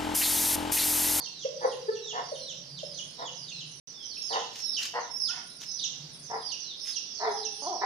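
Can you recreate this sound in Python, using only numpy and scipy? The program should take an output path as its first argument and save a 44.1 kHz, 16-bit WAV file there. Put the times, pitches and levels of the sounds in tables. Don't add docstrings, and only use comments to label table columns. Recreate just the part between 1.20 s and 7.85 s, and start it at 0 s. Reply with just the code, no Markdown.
import sys
import numpy as np
from scipy import signal
from scipy.fft import rfft, irfft, next_fast_len
from scipy.io import wavfile
from scipy.ndimage import map_coordinates

SR = 44100
rng = np.random.default_rng(int(sys.argv[2]) if len(sys.argv) > 2 else 0)


def wav_out(sig):
    wavfile.write(sys.argv[1], SR, np.round(np.clip(np.atleast_2d(sig).T, -1, 1) * 32767).astype(np.int16))


N = 293265


def amp(db):
    return 10 ** (np.asarray(db) / 20)


def unit(x):
    return x / np.sqrt(np.mean(x ** 2) + 1e-20)


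def at(rows, s):
    return np.interp(s, *np.transpose(rows))


def curve(rows):
    return at(rows, np.arange(N) / SR)


def along(points, hz):
    f, v = np.transpose(points)
    return np.interp(np.log(hz + 1), np.log(f + 1), v)


def progress(length):
    return np.linspace(0, 1, int(length * SR))


def wobble(rate, n):
    knots = rng.standard_normal(int(n * rate / SR) + 4)
    return map_coordinates(knots, [np.arange(n) * rate / SR])


def phase_of(hz):
    return 2 * np.pi * np.cumsum(hz) / SR


def filtered(x, response):
    n = x.shape[-1]
    m = next_fast_len(n + 4096)
    return irfft(rfft(x, m) * response(np.fft.rfftfreq(m, 1 / SR)), m)[..., :n]


def resonances(modes, f):
    total = 0
    for k, (center, width, db) in enumerate(modes):
        mode = 1j * f * width / (center * center - f * f + 1j * f * width)
        total = total + (-1) ** k * amp(db) * mode
    return total


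# (f/Hz, left-right correlation)
LIKENESS = [(60, 0.66), (140, 0.94), (640, 0.49), (1500, 0.019)]


def diffuse(n):
    turn = lambda f: np.arccos(np.clip(along(LIKENESS, f), -1, 1)) / 2
    split = lambda f: np.array([np.cos(turn(f)), np.sin(turn(f))])
    mid, side = filtered(rng.standard_normal((2, n)), split)
    return np.array([mid + side, mid - side])


def yard(x, wet_db, t60, lead_ms=0, wall_db=-14, wall_s=0.031, build_s=0.0016, wet_right_db=0):
    t = np.arange(SR // 2) / SR
    envelope = amp(-60 * t / t60) * (1 - np.exp(-(t / build_s) ** 2))
    tail = unit(diffuse(len(t)) * envelope) / np.sqrt(len(t))
    tail = tail * amp(wet_right_db * np.array([[-.5], [.5]]))
    x = np.pad(x, (0, len(t)))
    lead = np.array([[1], [-1]]) * lead_ms / 2000  # s, half of the interaural delay at each ear
    paths = lambda f: np.exp(2j * np.pi * f * lead) + amp(wall_db) * np.exp(-2j * np.pi * f * wall_s)
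    reverberant = signal.fftconvolve(x[None], tail, axes=1)[:, :len(x)]
    return filtered(x, paths) + amp(wet_db) * reverberant


def add(track, s, x):
    i = round(s * SR)
    x = x[..., max(-i, 0):max(N - i, 0)]
    track[..., max(i, 0):max(i, 0) + x.shape[-1]] += x


# (t/s, left ear lead/ms)
HEN_LEAD = [(0, 0.35), (3.1, 0.33), (5.1, -0.18), (6.65, -0.15)]
# (t/s, length/s, first f/Hz, last f/Hz, level/dB)
BOKS = [(0.245, 0.024, 451, 619, -21), (0.442, 0.024, 549, 441.5, -16), (0.679, 0.03, 422.6, 455, -20),
        (1.114, 0.025, 680, 441, -26.5), (1.628, 0.017, 716, 438, -30.5), (4.08, 0.05, 1294, 1556, -38),
        (6.022, 0.12, 473.6, 392, -28.5), (6.109, 0.094, 852, 767, -33)]
OVERTONE_DB, OVERTONE_AT_HZ, OVERTONE_DB_PER_OCTAVE = -19, 433, -48


def boks():
    out = np.zeros((2, N))
    for s, length, first_hz, last_hz, db in BOKS:
        u = progress(length)
        hz = first_hz + (last_hz - first_hz) * u
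        phase = phase_of(hz)
        octaves_up = max(np.log2(hz.mean() / OVERTONE_AT_HZ), 0)
        overtone_db = OVERTONE_DB + OVERTONE_DB_PER_OCTAVE * octaves_up
        overtones = np.sin(2 * phase) + np.sin(3 * phase) / 2 + np.sin(4 * phase)
        note = np.sin(np.pi * u) ** 2 * (np.sin(phase) + amp(overtone_db) * overtones)
        add(out, s, yard(amp(db) * note, wet_db=-2.5, t60=.85, lead_ms=at(HEN_LEAD, s), wall_db=-10))
    return out


# (t/s, length/s, level/dB, nominal voice f/Hz, brightness/dB per octave)
CLUCKS = [(-.12, 0.11, -42.5, 470, 1.5), (0.404, 0.067, -31.5, 506, 0), (0.921, 0.097, -34, 488.3, 2.5),
          (1.974, 0.076, -39, 503.4, 0), (3.098, 0.089, -30, 461.9, 1), (3.732, 0.067, -29.5, 482.1, 5),
          (4.089, 0.13, -49, 725, 12.5), (5.093, 0.088, -33.5, 451.4, 1.5), (5.993, 0.11, -30, 439.9, 3),
          (6.609, 0.048, -27, 394, 5)]
# (f/Hz, width/Hz, level/dB)
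THROAT = [(438, 214, -5.5), (732, 95, 6), (998, 98, 5.5), (1392, 82, -5), (1892, 223, -6)]
HARMONICS = [0, -0.46, -13]
VOICE_DB = -6.5


def clucks(jitter=.1, scatter_db=2, waver=.03, arch=.08, opening=0.05, flutter_db=2, swell_db=9,
           edge_s=.012):
    out = np.zeros((2, N))
    for s, length, db, voice_hz, bright_db in CLUCKS:
        u = progress(length)
        n = len(u)
        push = np.abs(np.sin(np.pi * u ** 1.5))
        phase = phase_of(voice_hz * (1 + arch * (push - .8) + waver * wobble(70, n)))
        slaps = np.diff(np.floor(phase / (4 * np.pi) + jitter * wobble(300, n)), prepend=0) > 0
        breath = rng.standard_normal(n) / 10
        source = unit(slaps * amp(scatter_db * rng.standard_normal(n))) + breath
        tilt = lambda f: amp(bright_db * np.log2(f / 800 + 0.08))
        edges = lambda f: 1 / (1 + (f / 2200) ** 12) / (1 + (240 / (f + 1)) ** 4)
        color = lambda f, scale: resonances(THROAT, f / scale) * edges(f) * tilt(f)
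        throat = lambda scale: unit(filtered(source, lambda f: color(f, scale)))
        hoarse = unit(push ** 2 * throat(1) + (1 - push ** 2) * throat(1 - opening))
        partials = [amp(level) * tilt(k * voice_hz) * np.sin(k * phase)
                    for k, level in enumerate(HARMONICS, 1)]
        voice = unit(sum(partials))
        gate = np.minimum(np.minimum(u, 1 - u) * length / edge_s, 1)
        swell = gate * amp(db + swell_db * (push - 1) + flutter_db * wobble(130.3, n))
        cluck = swell * unit(hoarse + amp(VOICE_DB) * voice)
        add(out, s, yard(cluck, wet_db=0.5, t60=0.43, lead_ms=at(HEN_LEAD, s)))
    return out


# (t/s, nominal voice f/Hz, level/dB)
CROAK = [(6.418, 272.5, -39.5), (6.454, 289.6, -37.5), (6.468, 332.4, -32), (6.495, 413.5, -38.5),
         (6.526, 357, -36), (6.569, 219.5, -40.5)]


def croak(waver=.035, edge_hz=1150):
    t = np.arange(CROAK[0][0], CROAK[-1][0], 1 / SR)
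    s, voice_hz, db = np.transpose(CROAK)
    phase = phase_of(np.interp(t, s, voice_hz) * (1 + waver * wobble(250, len(t))))
    pulses = np.diff(np.floor(phase / (2 * np.pi)), prepend=0)
    voice = unit(filtered(pulses, lambda f: resonances(THROAT, f) / (1 + (f / edge_hz) ** 6)))
    call = voice * amp(np.interp(t, s, db))
    out = np.zeros((2, N))
    add(out, t[0], yard(call, wet_db=-2.5, t60=0.71, lead_ms=at(HEN_LEAD, t[0])))
    return out


HOLD_S, PEEP_ATTACK_S = .205, 0.058
FOOT_HZ, END_HZ, HOOK_S, CHIP_S = 3172, 2419, 0.0277, 0.037
SCOOP_HZ, SCOOP_S = 347.8, 0.022
STEADY_HZ, SAG_SHARE = 5387, 0.57


def plunge(t, top_hz, plunge_s):
    held = top_hz - SAG_SHARE * (STEADY_HZ - top_hz) * (t / HOLD_S + 0.38)
    falling = held - (held - FOOT_HZ) * np.exp(np.minimum(t, 0) / plunge_s)
    return falling - (FOOT_HZ - END_HZ) * (1 - np.exp(-np.maximum(t, 0) / HOOK_S))


def peep(top_hz, plunge_s, fall_db, octave_db=-10, shake=0.043, steady_shake=0.0016, flutter_db=4):
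    hold_s = HOLD_S * top_hz / STEADY_HZ
    attack_s = PEEP_ATTACK_S * (STEADY_HZ / top_hz) ** 2
    t = np.arange(-hold_s, CHIP_S, 1 / SR)
    n = len(t)
    hz = plunge(t, top_hz, plunge_s)
    fall = (top_hz - hz) / (top_hz - END_HZ)
    scoop = SCOOP_HZ * np.exp(-(t + hold_s) / SCOOP_S)
    phase = phase_of((hz - scoop) * (1 + (steady_shake + shake * fall) * wobble(303.0, n)))
    swell = np.minimum((t + hold_s) / attack_s, 1) * np.minimum((CHIP_S - t) / CHIP_S, 1)
    level = amp(fall_db * (fall - 1.0) + flutter_db * wobble(71.4, n))
    return swell * level * (np.sin(phase) + amp(octave_db) * np.sin(2 * phase))


def chip(shake=0.0093):
    u = progress(CHIP_S)
    hz = 2 * plunge(u * CHIP_S, FOOT_HZ, HOOK_S)
    return np.sin(np.pi * u) * np.sin(phase_of(hz * (1 + shake * wobble(290, len(u)))))


def slur(length, first_hz, last_hz, bend=1.5, shake=0.01007, flutter_db=3):
    u = progress(length)
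    hz = first_hz + (last_hz - first_hz) * u ** bend
    flutter = amp(flutter_db * wobble(189, len(u)))
    return flutter * np.sin(np.pi * u) * np.sin(phase_of(hz * (1 + shake * wobble(201.8, len(u)))))


# (t/s at the foot, nominal held f/Hz, plunge time constant/s,
# relative level/dB, chip level re that level/dB)
PEEPS = [(0.058, 4750, 0.023, -39.5, -9.5), (0.229, 4190, 0.034, -42, -2), (.522, 4786, 0.037, -45, -20),
         (0.757, 4770, 0.016, -45.5, -15), (0.906, 3930, 0.023, -40.5, -18.5),
         (1.158, 4604, 0.016, -44.5, -18), (1.302, 4210, 0.02, -38.5, 3), (1.592, 4845, 0.02, -43, -29.5),
         (1.791, 5364, 0.047, -40.5, -18), (2.078, 3860, 0.02, -42, -6), (2.3, 5220, 0.044, -43.5, -12.5),
         (2.415, 4284, 0.023, -41, -16), (2.955, 5375, 0.042, -46.5, -12), (3.134, 5530, 0.037, -36, -1.5),
         (3.222, 3905, 0.041, -44.5, -17), (3.57, 5450, 0.025, -35, 7), (4.088, 5463, 0.03, -34, 6.5),
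         (4.642, 5340, 0.037, -37, 13.5), (5.319, 4950, 0.015, -38.5, 12), (5.759, 5300, 0.024, -37, 14.5),
         (6.249, 5134, 0.021, -40, 17.5)]
# (t/s, level/dB)
FALL_LEVEL = [(2.4, -2.5), (3, -6.5)]
# (t/s, length/s, first f/Hz, last f/Hz, relative level/dB)
SLURS = [(.2, 0.13, 6020, 5410, -47.5), (0.722, 0.13, 5930, 5110, -42.5), (1.175, 0.13, 5900, 5400, -44),
         (1.701, 0.1, 5160, 3650, -50), (1.89, 0.065, 4550, 4200, -47), (2.882, .07, 4900, 3700, -40.5),
         (2.116, .11, 6090, 5450, -47), (2.729, 0.15, 3646, 2930, -47), (2.822, 0.091, 6140, 5160, -41),
         (3.009, 0.11, 6540, 5400, -50.5), (3.356, 0.22, 4380, 3280, -44), (3.967, 0.076, 6260, 5450, -44),
         (4.481, 0.101, 6060, 5700, -37.5), (4.569, 0.048, 4460, 2750, -37.5),
         (5.425, 0.13, 4386, 3060, -38), (6.359, .13, 5070, 4210, -42), (5.663, .045, 6330, 5590, -42),
         (5.9, .17, 4930, 3640, -39), (6.515, 0.067, 5920, 4860, -32)]
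# (f/Hz, level/dB)
BEAK = [(2500, 2.5), (4000, -5.5), (5600, -10.5), (6500, 3), (7600, -24), (9500, -17), (11000, -18.5)]


def young_birds(peep_db=-2):
    calls, chips = np.zeros((2, N)), np.zeros(N)
    by_wall = lambda x: yard(x, wet_db=3.5, t60=0.62, wet_right_db=1.5)
    for s, top_hz, plunge_s, db, chip_db in PEEPS:
        call = peep(top_hz, plunge_s, at(FALL_LEVEL, s))
        start_s = s + CHIP_S - len(call) / SR
        add(calls, start_s, by_wall(amp(db + peep_db) * call))
        add(chips, s, amp(db + chip_db) * chip())
    for s, length, first_hz, last_hz, db in SLURS:
        add(calls, s, by_wall(amp(db) * slur(length, first_hz, last_hz)))
    chips_in_yard = yard(chips, wet_db=-3.5, t60=1.0)[:, :N]
    return filtered(calls + chips_in_yard, lambda f: amp(along(BEAK, f)))


# (t/s, level/dB)
WASH_LEVEL = [(0, -47.5), (2.6, -51), (3.6, -47), (5.1, -49.5), (5.5, -44.5), (6.65, -43)]
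# (f/Hz, level/dB)
WASH_COLOR = [(2000, -5.5), (2900, 9.5), (4300, 5.5), (6300, -0.5), (7600, 4.5), (12000, -46)]
CHATTER_PER_S = 4.5


def chirp_wash(bands=10, low_hz=3400, span_hz=3100, sag=.2, scatter_s=.06, chatter_rise_db=20):
    out = np.zeros((2, N))
    for band in range(bands):
        around_peeps = [(s + scatter_s * (rng.standard_normal() - 1), 0) for s, *_ in PEEPS]
        beats = np.arange(-.5, N / SR, 1 / CHATTER_PER_S)
        chatter = [(s + rng.random() / CHATTER_PER_S, chatter_rise_db) for s in beats]
        chirps = np.zeros(N)
        for s, rise_db in around_peeps + chatter:
            height = (band + rng.random()) / bands
            top_hz = low_hz + span_hz * height
            chirp = slur(0.045 * (1 + rng.random()), top_hz, top_hz * (1 - sag))
            add(chirps, s, amp(rise_db * height) * chirp)
        add(out, 0, yard(chirps, wet_db=8, t60=.55))
    return amp(curve(WASH_LEVEL)) * unit(filtered(out, lambda f: amp(along(WASH_COLOR, f))))


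# (first t/s, last t/s, level of the direct sound/dB)
OCTAVE_BOUTS = [(0.399, 3, -73), (4.209, 5.7, -69), (6.291, 6.4, -66)]
OCTAVE_EVERY_S, OCTAVE_S = 0.68, 0.17


def high_octave(hz=9450):
    out = np.zeros((2, N))
    n = int(OCTAVE_S * SR)
    for first, last, db in OCTAVE_BOUTS:
        for s in np.arange(first, last, OCTAVE_EVERY_S):
            tone = np.sin(phase_of(hz * (1 + 0.0059 * wobble(183, n))))
            note = tone * signal.windows.tukey(n, .5)
            add(out, s, yard(amp(db) * note, wet_db=18.0, t60=0.4))
    return out


# (t/s, length/s, level/dB)
SCUFFS = [(3.311, 0.12, -46), (3.577, 0.11, -36.5), (4.396, 0.06, -44.5), (5.63, 0.11, -46)]
# (f/Hz, level/dB)
GRIT = [(200, -27.5), (2800, 3), (6300, 5.5), (8000, -8), (15000, -18)]


def scuffs(grain_db=7):
    out = np.zeros((2, N))
    for s, length, db in SCUFFS:
        u = progress(length)
        grains = rng.standard_normal(len(u)) * amp(grain_db * wobble(900, len(u)))
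        scrape = unit(filtered(grains, lambda f: amp(along(GRIT, f)))) * np.sin(np.pi * u)
        add(out, s, yard(amp(db) * scrape, wet_db=-2, t60=.28))
    return out


# (t/s, level/dB)
MOTOR_LEVEL = [(1.3, -62), (1.48, -51), (1.98, -61.5), (2.52, -53), (2.7, -72), (4.61, -65.5),
               (4.87, -51.5), (5.58, -74.5)]
# (f/Hz, width/Hz, level/dB before the response is squared)
DRONE = [(143.8, 30.3, -0.5), (177.2, 9.5, -0.5)]
# (f/Hz, level/dB)
AIR = [(25, -16), (130, -9), (250, -4.5), (600, -10.5), (1200, -15.5), (5000, -15), (8000, -23.5),
       (15000, -36)]


def background(air_db=-57):
    air_level = amp(air_db + 0.77 * wobble(3.306, N))
    air = unit(filtered(diffuse(N), lambda f: amp(along(AIR, f)))) * air_level
    drone = unit(filtered(diffuse(N), lambda f: np.abs(resonances(DRONE, f)) ** 2))
    return air + amp(curve(MOTOR_LEVEL)) * drone


# (f/Hz, left-right level difference/dB)
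BIRD_SIDE = [(2500, -3.5), (4000, -3), (5400, -11), (6800, -17.5), (9000, 6)]


def scene():
    sides = lambda f: amp(np.array([[.5], [-.5]]) * along(BIRD_SIDE, f))
    birds = filtered(young_birds() + chirp_wash(), sides)
    return boks() + clucks() + croak() + birds + high_octave() + scuffs() + background()


# (first t/s, last t/s)
PAUSE = (2.6, 2.674)
TOP_HZ = 15500


def record(dry):
    t = np.arange(N) / SR
    sounding = (t < PAUSE[0]) | (t > PAUSE[1])
    return filtered(dry * sounding, lambda f: f < TOP_HZ)


dry = scene()
out = record(dry)
wav_out(out)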